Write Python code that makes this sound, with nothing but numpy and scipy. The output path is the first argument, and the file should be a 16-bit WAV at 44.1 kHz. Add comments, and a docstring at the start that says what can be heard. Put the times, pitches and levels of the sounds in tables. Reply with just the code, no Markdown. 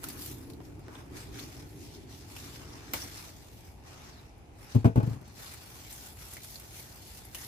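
"""Picking peaches in a greenhouse, heard close up over steady air. First an arm rubs through the tree:
leaves slide, crackle and flick against it, and a stem cracks. Near 3 s a stem snaps and the branch
springs back, then a dragging leaf squeaks faintly. From 4.7 s two peaches thud into a cardboard box,
making its panels ring, and roll to rest. The hand goes in for more, and a last stem snaps."""
import sys
import numpy as np
from scipy import signal
from scipy.fft import rfft, irfft
from scipy.io import wavfile
from scipy.ndimage import uniform_filter1d

SR = 44100
rng = np.random.default_rng(int(sys.argv[2]) if len(sys.argv) > 2 else 0)


def output_pcm(signal):
    """Save a mono or channel-first signal as 16-bit PCM at the path in sys.argv[1].

    Samples are clipped to [-1, 1] before scaling.
    """
    pcm = np.clip(np.atleast_2d(signal).T, -1, 1) * 32767
    wavfile.write(sys.argv[1], SR, np.round(pcm).astype(np.int16))


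N = 329427


def amp(db):
    """Turns decibels into a gain."""
    return 10 ** (np.asarray(db) / 20)


def read(points, hz):
    """Looks up hz in rows of (Hz, value), on a logarithmic frequency axis."""
    f, value = np.transpose(points)
    return np.interp(np.log(hz + 1), np.log(f + 1), value)


def evened(x):
    """Scales a signal to an average power of 1."""
    return x / np.sqrt(np.mean(x ** 2) + 1e-20)


def add(mix, s, sound):
    """Lays a stereo sound into the mix at s seconds."""
    part = mix[:, round(s * SR):][:, :sound.shape[1]]
    part += sound[:, :part.shape[1]]


def noise(colour, size):
    """Stereo noise with the spectrum colour(Hz) in dB; the bass is alike on both sides."""
    # Each row: frequency in Hz, how alike left and right are from 0 to 1.
    likeness = [(60, 0.95), (130, 0.82), (290, 0.71), (640, 0.28), (1400, 0)]
    hz = np.fft.rfftfreq(size, 1 / SR)
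    left, other = rfft(rng.standard_normal((2, size)))
    same = read(likeness, hz)
    right = same * left + np.sqrt(1 - same ** 2) * other
    return irfft(np.array([left, right]) * amp(colour(hz)), size)


def patches(shape, size):
    """Random values, smoothed over size steps along each axis."""
    field = rng.standard_normal(shape)
    for axis, width in enumerate(size):
        field = uniform_filter1d(uniform_filter1d(field, width, axis), width, axis)
    return evened(field)


def air():
    """The steady, low rush of air in the greenhouse."""
    # Each row: frequency in Hz, level in dB.
    colour = [(20, -50), (35, -37.5), (58, -26.5), (110, -29.5), (180, -39.5), (350, -40.5), (550, -48),
              (850, -43.5), (1300, -67.5), (2400, -55.5), (4000, -72), (8500, -73), (11000, -69),
              (15500, -93)]
    return noise(lambda hz: read(colour, hz), N)


def rubbing(fade_s=0.24, uneven_db=2):
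    """Arm and branches rub dully and unevenly; the sound dies away when the arm rests."""
    # Each row: time in seconds, level in dB.
    movement = [(0, -52.5), (.55, -49), (.75, -54), (1.1, -55), (1.42, -52), (1.6, -52.5), (1.95, -54),
                (2.25, -57), (3.1, -55), (3.5, -64.5)]
    # Each row: frequency in Hz, level in dB.
    colour = [(40, 18), (90, 23), (130, 25.5), (200, 13.5), (290, 24), (400, 17.5), (550, 1), (1000, -9),
              (3000, -38)]
    t = np.arange(N) / SR
    s, level = np.transpose(movement)
    level_db = np.interp(t, s, level) + uneven_db * patches((N,), size=(1500,))
    fade = np.exp(-np.maximum(t - s[-1], 0) / fade_s)
    return noise(lambda hz: read(colour, hz), N) * amp(level_db) * fade


def scatter(clicks, t60, ring_hz, ring_db):
    """Each click rings a leaf and scatters as a short spray, fading by 60 dB in t60 seconds."""
    t = np.arange(SR // 10) / SR
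    ring = noise(lambda hz: ring_db * np.exp(-(2 * np.log2((hz + 1) / ring_hz)) ** 2), len(t))
    spray = evened(ring * amp(-60 * t / t60))
    return signal.oaconvolve(clicks[None], spray, axes=1)[:, :N]


def crinkle(per_s, t60, ring_db, spread_db=2, sizes=8):
    """Leaves of several sizes tick at random, mostly softly, now and then louder."""
    out = np.zeros((2, N))
    for ring_hz in np.geomspace(2400, 14000, sizes):
        clicks = np.zeros(N)
        at = rng.integers(0, N, int(per_s * N / SR / sizes))
        clicks[at] = amp(spread_db * np.minimum(rng.exponential(1, len(at)), 3))
        out += scatter(clicks, t60, ring_hz, ring_db)
    return evened(out)


def stroking(t, rise_s=0.032, release_s=0.054, settle_s=.16, settle_db=-8, stir_db=-75):
    """Each arm stroke swells as it meets more leaves, holds and lets go; then the leaves settle."""
    # Each row: start and length in seconds, level in dB, then dry crispness and
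    # flutter of whole leaves, both in dB relative to that level.
    strokes = [(0.04, 0.095, -57, 2, -3.5), (0.213, 0.056, -51, 4, -11), (0.376, .07, -68.5, -13, -2.5),
               (0.645, 0.021, -66, -4, -17), (0.85, .04, -67, -28, -3), (0.937, 0.062, -62.5, -6.5, 2.5),
               (1.168, 0.033, -53, -7, -6), (1.356, 0.076, -53, -8, -8), (1.49, 0.11, -61, -6, -3),
               (1.688, 0.12, -66, -1, -23), (1.816, .14, -58.5, -8.5, -18.5), (2.107, 0.11, -58.5, -9, -13),
               (2.316, 0.24, -54.5, -6, -9.5), (2.617, .28, -58.5, -12, -2.5), (2.964, 0.061, -48, -5, -9),
               (3.124, 0.14, -54, -5.5, -9), (3.355, 0.33, -65, -4, -12), (3.871, .22, -59.5, -12.5, -2.5),
               (4.17, 0.053, -66, -10, -1.5), (4.612, .025, -64, -3, -2.5), (4.706, 0.021, -55, -11, -5),
               (5.046, 0.085, -63.5, -11, 1.5), (5.25, .06, -67, -10, -3), (5.392, 0.13, -53.5, -3, -9),
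               (5.62, .25, -57, -3.5, -10), (5.912, .16, -55, 0, -12), (6.197, 0.15, -55.5, -1.5, -11),
               (6.435, .11, -56, 0.5, -18.5), (6.621, 0.41, -60, -2.5, -10), (6.764, 0.026, -54.5, 1, -15),
               (7.066, 0.12, -57, -2.5, -13.5), (7.25, 0.029, -63, 1, -9), (7.373, 0.067, -52.5, 0.5, -11)]
    start, length, db, crisp_db, flutter_db = np.transpose(strokes)[:, :, None]
    before, after = np.maximum(start - t, 0), np.maximum(t - start - length, 0)
    fade = np.exp(-after / release_s) + amp(settle_db) * np.exp(-after / settle_s)
    stroke = amp(db) * np.exp(-before / rise_s) * fade / (1 + amp(settle_db))

    def total_db(part_db, stir_part_db):
        """Adds the power of all strokes to that of leaves stirring by themselves."""
        power = ((stroke * amp(part_db)) ** 2).sum(0) + amp(stir_db + stir_part_db) ** 2
        return 10 * np.log10(power)
    level = total_db(0, 0)
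    return level, total_db(crisp_db, -14) - level, total_db(flutter_db, 1) - level


def leaves(slip_db=-4, tick_db=-9, slide_db=-2.5, left_db=.5):
    """Leaf edges catch and slip in tiny clicks over the hiss of leaves sliding."""
    # Each row: frequency in Hz, level in dB.
    colour = [(200, 15), (500, 16.5), (850, 16.5), (1200, 18.5), (2200, 13.5), (3000, 8.5), (3800, 8.5),
              (5600, 9.5), (8500, 6.5), (12000, 10), (15500, 5.5)]
    # Each row: frequency in Hz, share of the crispness that applies there.
    crisp_share = [(6000, 0.046), (12000, 0.88)]
    # Each row: frequency in Hz, share of the flutter that applies there.
    flutter_share = [(1300, 0.97), (3500, 0.036)]
    slips = amp(slip_db) * crinkle(per_s=480, t60=0.029, ring_db=4)
    ticks = amp(tick_db) * crinkle(per_s=45, t60=.05, ring_db=6)
    hiss = amp(slide_db) * rng.standard_normal((2, N))
    hz, t, spectra = signal.stft(slips + ticks + hiss, SR, nperseg=256, noverlap=192)
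    level, crisp, flutter = stroking(t)
    hz = hz[:, None]
    gain_db = level + read(colour, hz) + crisp * read(crisp_share, hz) + flutter * read(flutter_share, hz)
    gain_db += 2 * patches(gain_db.shape, size=(2, 30))  # each leaf touched has its own tone
    rustle = signal.istft(spectra * amp(gain_db), SR, nperseg=256, noverlap=192)[1][:, :N]
    return rustle * amp([[left_db], [-left_db]])


def cracks(rows, ring_octaves, crack_db, tail_db, low_hz, tail_t60=0.17):
    """Each flick or break is a sharp crack, a ringing spray and a faint echo of the room."""
    out, t = np.zeros((2, N)), np.arange(SR // 3) / SR
    crack = np.exp(-t / .0015)
    for s, db, ring_hz, ring_db, t60, tilt_db in rows:
        def colour(hz):
            """A slope, one broad ring, and little bass."""
            octaves = np.log2((hz + 1) / ring_hz)
            slope_db = tilt_db * np.log2(1 + hz / low_hz) - 20 * np.log10(1 + (low_hz / (hz + 1)) ** 2)
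            return slope_db + ring_db * np.exp(-(octaves / ring_octaves) ** 2)
        decay = amp(crack_db) * crack + amp(-60 * t / t60) + amp(tail_db - 60 * t / tail_t60)
        add(out, s, amp(db) * evened(noise(colour, len(t))) * decay)
    return out


def leaf_flicks(mid_t60=0.077, mid_hz=4000):
    """Leaves and twigs flick; a small, high leaf dies away sooner than a large one."""
    # Each row: start in seconds, level in dB, ring pitch in Hz, ring boost in dB, tilt in dB per octave.
    flicks = [(0.034, -41, 11000, 21, -5), (0.086, -34.5, 5000, 1, 5), (0.101, -42, 4760, 12, -1),
              (0.500, -49.5, 4230, 8, -1), (0.534, -52.5, 4100, 17, 3), (0.603, -49, 970, 7, -10),
              (0.793, -56, 1200, 19, -1.5), (0.883, -45, 1530, 7, -13), (0.954, -48.5, 3460, 16, -8.5),
              (1.394, -42, 3700, 14, -1), (2.365, -43, 2740, 12.5, -1), (2.559, -46, 5400, 9, -4),
              (3.018, -39.5, 5660, 23, 3), (3.029, -43.5, 5700, 19, -6), (4.38, -63, 11000, 7, 5),
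              (5.279, -55, 8000, 5, 0), (5.538, -41, 8000, 7, 7), (5.927, -41, 8500, 11, 1.5),
              (6.336, -41.5, 11000, 8, 2), (6.368, -42, 2120, 14, -1.5), (6.445, -42.5, 10600, 7, 0),
              (6.508, -47, 11200, 10, 5), (6.557, -42.5, 4300, 14, 0), (6.598, -44.5, 12000, 8, 0.5),
              (7.251, -48, 11000, 13, 2)]
    rows = [(s, db, hz, ring_db, mid_t60 * (hz / mid_hz) ** -0.11, tilt_db)
            for s, db, hz, ring_db, tilt_db in flicks]
    return cracks(rows, ring_octaves=0.21, crack_db=-6.5, tail_db=-32, low_hz=300)


def stem_snaps():
    """Stems break, one bundle of fibres at a time."""
    # Each row: start in seconds, level in dB, ring pitch in Hz, ring boost in dB,
    # fade time in seconds, tilt in dB per octave.
    snaps = [(.0403, -31.5, 1390, 15.5, 0.053, 1), (2.9355, -26, 14100, 12, 0.041, -3),
             (2.939, -32, 2270, 8.5, 0.12, -3.5), (2.947, -37.5, 850, 12, 0.18, -0.5),
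             (7.347, -34, 2900, 11.5, 0.085, 0.5)]
    return cracks(snaps, ring_octaves=0.18, crack_db=-9, tail_db=-41, low_hz=280)


def leaf_squeak(width_hz=420):
    """A taut leaf sings faintly as it drags, gripping unevenly, and falls in pitch as it slows."""
    # Each row: time in seconds, pitch in Hz, level in dB.
    glide = [(3.97, 6900, -85), (4.039, 6100, -64), (4.11, 4950, -64), (4.17, 4100, -65), (4.24, 3540, -73)]
    s, pitch, level = np.transpose(glide)
    t, out = np.arange(s[0], s[-1], 1 / SR), np.zeros((2, N))
    smooth = signal.butter(2, width_hz / 2, fs=SR, output="sos")
    fuzz = signal.sosfilt(smooth, rng.standard_normal((2, len(t))) + 1j * rng.standard_normal((2, len(t))))
    phase = 2 * np.pi * np.cumsum(np.interp(t, s, pitch)) / SR
    tone = (fuzz * np.exp(1j * phase)).real
    grip_db = 3.5 * patches(t.shape, size=(500,))
    add(out, s[0], evened(tone * amp(grip_db)) * amp(np.interp(t, s, level)))
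    return out


def peach_blows(first_tick_db=-38, second_tick_db=-47.5, tick_growth=.4):
    """Each thud is two contacts, usually a light one then a heavier one; the last is two faint bumps."""
    # Each row: first contact in seconds, wait for the second in seconds, level of the second in dB,
    # the first in dB relative to it, hardness in dB per octave, scuff in dB.
    thuds = [(4.7486, 0.0083, -9.5, -7.5, -4.5, -18.5), (4.8448, 0.0088, -7.5, -13, 0, -9),
             (4.958, 0.016, -10.5, -8, -0.5, -13.5), (5.029, .001, -20.5, -15, -1.5, -10),
             (5.065, .007, -19.5, -14, -6, -13.5), (5.097, .011, -24, -11, -16, -20),
             (5.132, .026, -32, -8, -7.5, -11), (5.213, .06, -46.5, 1.5, -4, -9)]
    # The cardboard cracks under the load. One row: start in seconds, level in dB,
    # hardness in dB per octave, scuff in dB, tick in dB.
    crease = (5, -33.5, 6.5, 5, -59)
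    for s, delay, db, touch_db, hard_db, scuff_db in thuds:
        first_db = db + touch_db
        first_hard_db = hard_db - 0.4 * touch_db  # the lighter the first contact, the harder it sounds
        first_scuff_db = scuff_db + 8  # it scuffs more than the soft flesh that follows
        yield s, first_db, first_hard_db, first_scuff_db, first_tick_db + tick_growth * first_db
        yield s + delay, db, hard_db, scuff_db, second_tick_db + tick_growth * db
    yield crease


def box(swell_cycles=0.98, scuff_t60=0.12, tick_t60=0.064, room_db=-36, room_t60=0.48, left_db=2):
    """Soft fruit shakes the cardboard panels: high tones speak first, deep ones swell more slowly."""
    # The box's own tones. Each row: pitch in Hz, level in dB, fade time in seconds.
    tones = [(85, -19, 0.17), (112, -5, 0.16), (124.6, 4.5, 0.073), (174, -10.5, 0.043), (223, -6, 0.055),
             (244.4, -3, 0.086), (278, -8.5, 0.13), (345, -12, 0.056), (414, -14, 0.11), (456.6, -21, 0.15),
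             (594, -34, 0.093), (664, -25.5, 0.19), (768, -20, 0.049), (839, -25, 0.14),
             (1080, -28.5, 0.069), (1230, -54, 0.079), (1510, -35, 0.17), (1940, -57, 0.1),
             (2470, -55, 0.19)]
    # Each row: frequency in Hz, how far the left side leads in radians.
    left_lead = [(60, .4), (120, 0.61), (250, 1.15), (600, 1.77), (1200, 2.17), (2400, 4.9)]
    # Each row: frequency in Hz, level in dB.
    scuff_colour = [(50, 7), (170, 22.5), (280, 17.5), (400, 11.5), (650, 3), (1000, -1), (1500, -15),
                    (2500, -13), (4000, -23), (9000, -29)]
    out, t = np.zeros((2, N)), np.arange(SR // 2) / SR
    hz, tone_db, t60 = np.transpose(tones)[:, :, None]
    side = np.array([1, -1])[:, None, None]
    swing = -np.sin(2 * np.pi * hz * t + side * read(left_lead, hz) / 2)
    rings = swing * (1 - np.exp(-t * hz / swell_cycles)) * amp(tone_db - 60 * t / t60)
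    scuff_rise = 1 - np.exp(-t / 0.0011)
    scuff_shape = scuff_rise * (amp(-60 * t / scuff_t60) + amp(room_db - 60 * t / room_t60))
    for s, db, hard_db, scuff_db, tick_db in peach_blows():
        panels = (rings * amp(hard_db * np.log2(hz / 118))).sum(1)
        scuff = amp(scuff_db) * noise(lambda f: read(scuff_colour, f), len(t)) * scuff_shape
        tick = amp(tick_db - 60 * t / tick_t60) * rng.standard_normal((2, len(t)))  # skin slaps paper
        add(out, s, amp(db) * (panels + scuff) * amp([[left_db], [-left_db]]) + tick)
    return out


def scene():
    """Air, the arm in the tree, and the box a little to the left."""
    return air() + rubbing() + leaves() + leaf_flicks() + stem_snaps() + leaf_squeak() + box()


def record(dry, low_cut_hz=36, high_cut_hz=15800, in_phase_hz=11170, delay_s=1 / 2970):
    """The microphone trims both ends of the range; the right side's treble reaches the left, delayed."""
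    # Each row: frequency in Hz, share common to both sides from 0 to 1.
    shared = [(8400, 0), (9600, .55), (11000, 1)]
    dry = signal.sosfilt(signal.butter(2, low_cut_hz, "high", fs=SR, output="sos"), dry)
    hz = np.fft.rfftfreq(N, 1 / SR)
    left, right = rfft(dry)
    blend = np.pi / 2 * read(shared, hz)
    late = np.exp(-2j * np.pi * (hz - in_phase_hz) * delay_s)
    left = np.cos(blend) * left + np.sin(blend) * late * right
    high_cut = np.clip((high_cut_hz - hz) / 300 + .5, 0, 1)
    return irfft(np.array([left, right]) * high_cut, N)


dry = scene()
out = record(dry)
output_pcm(out)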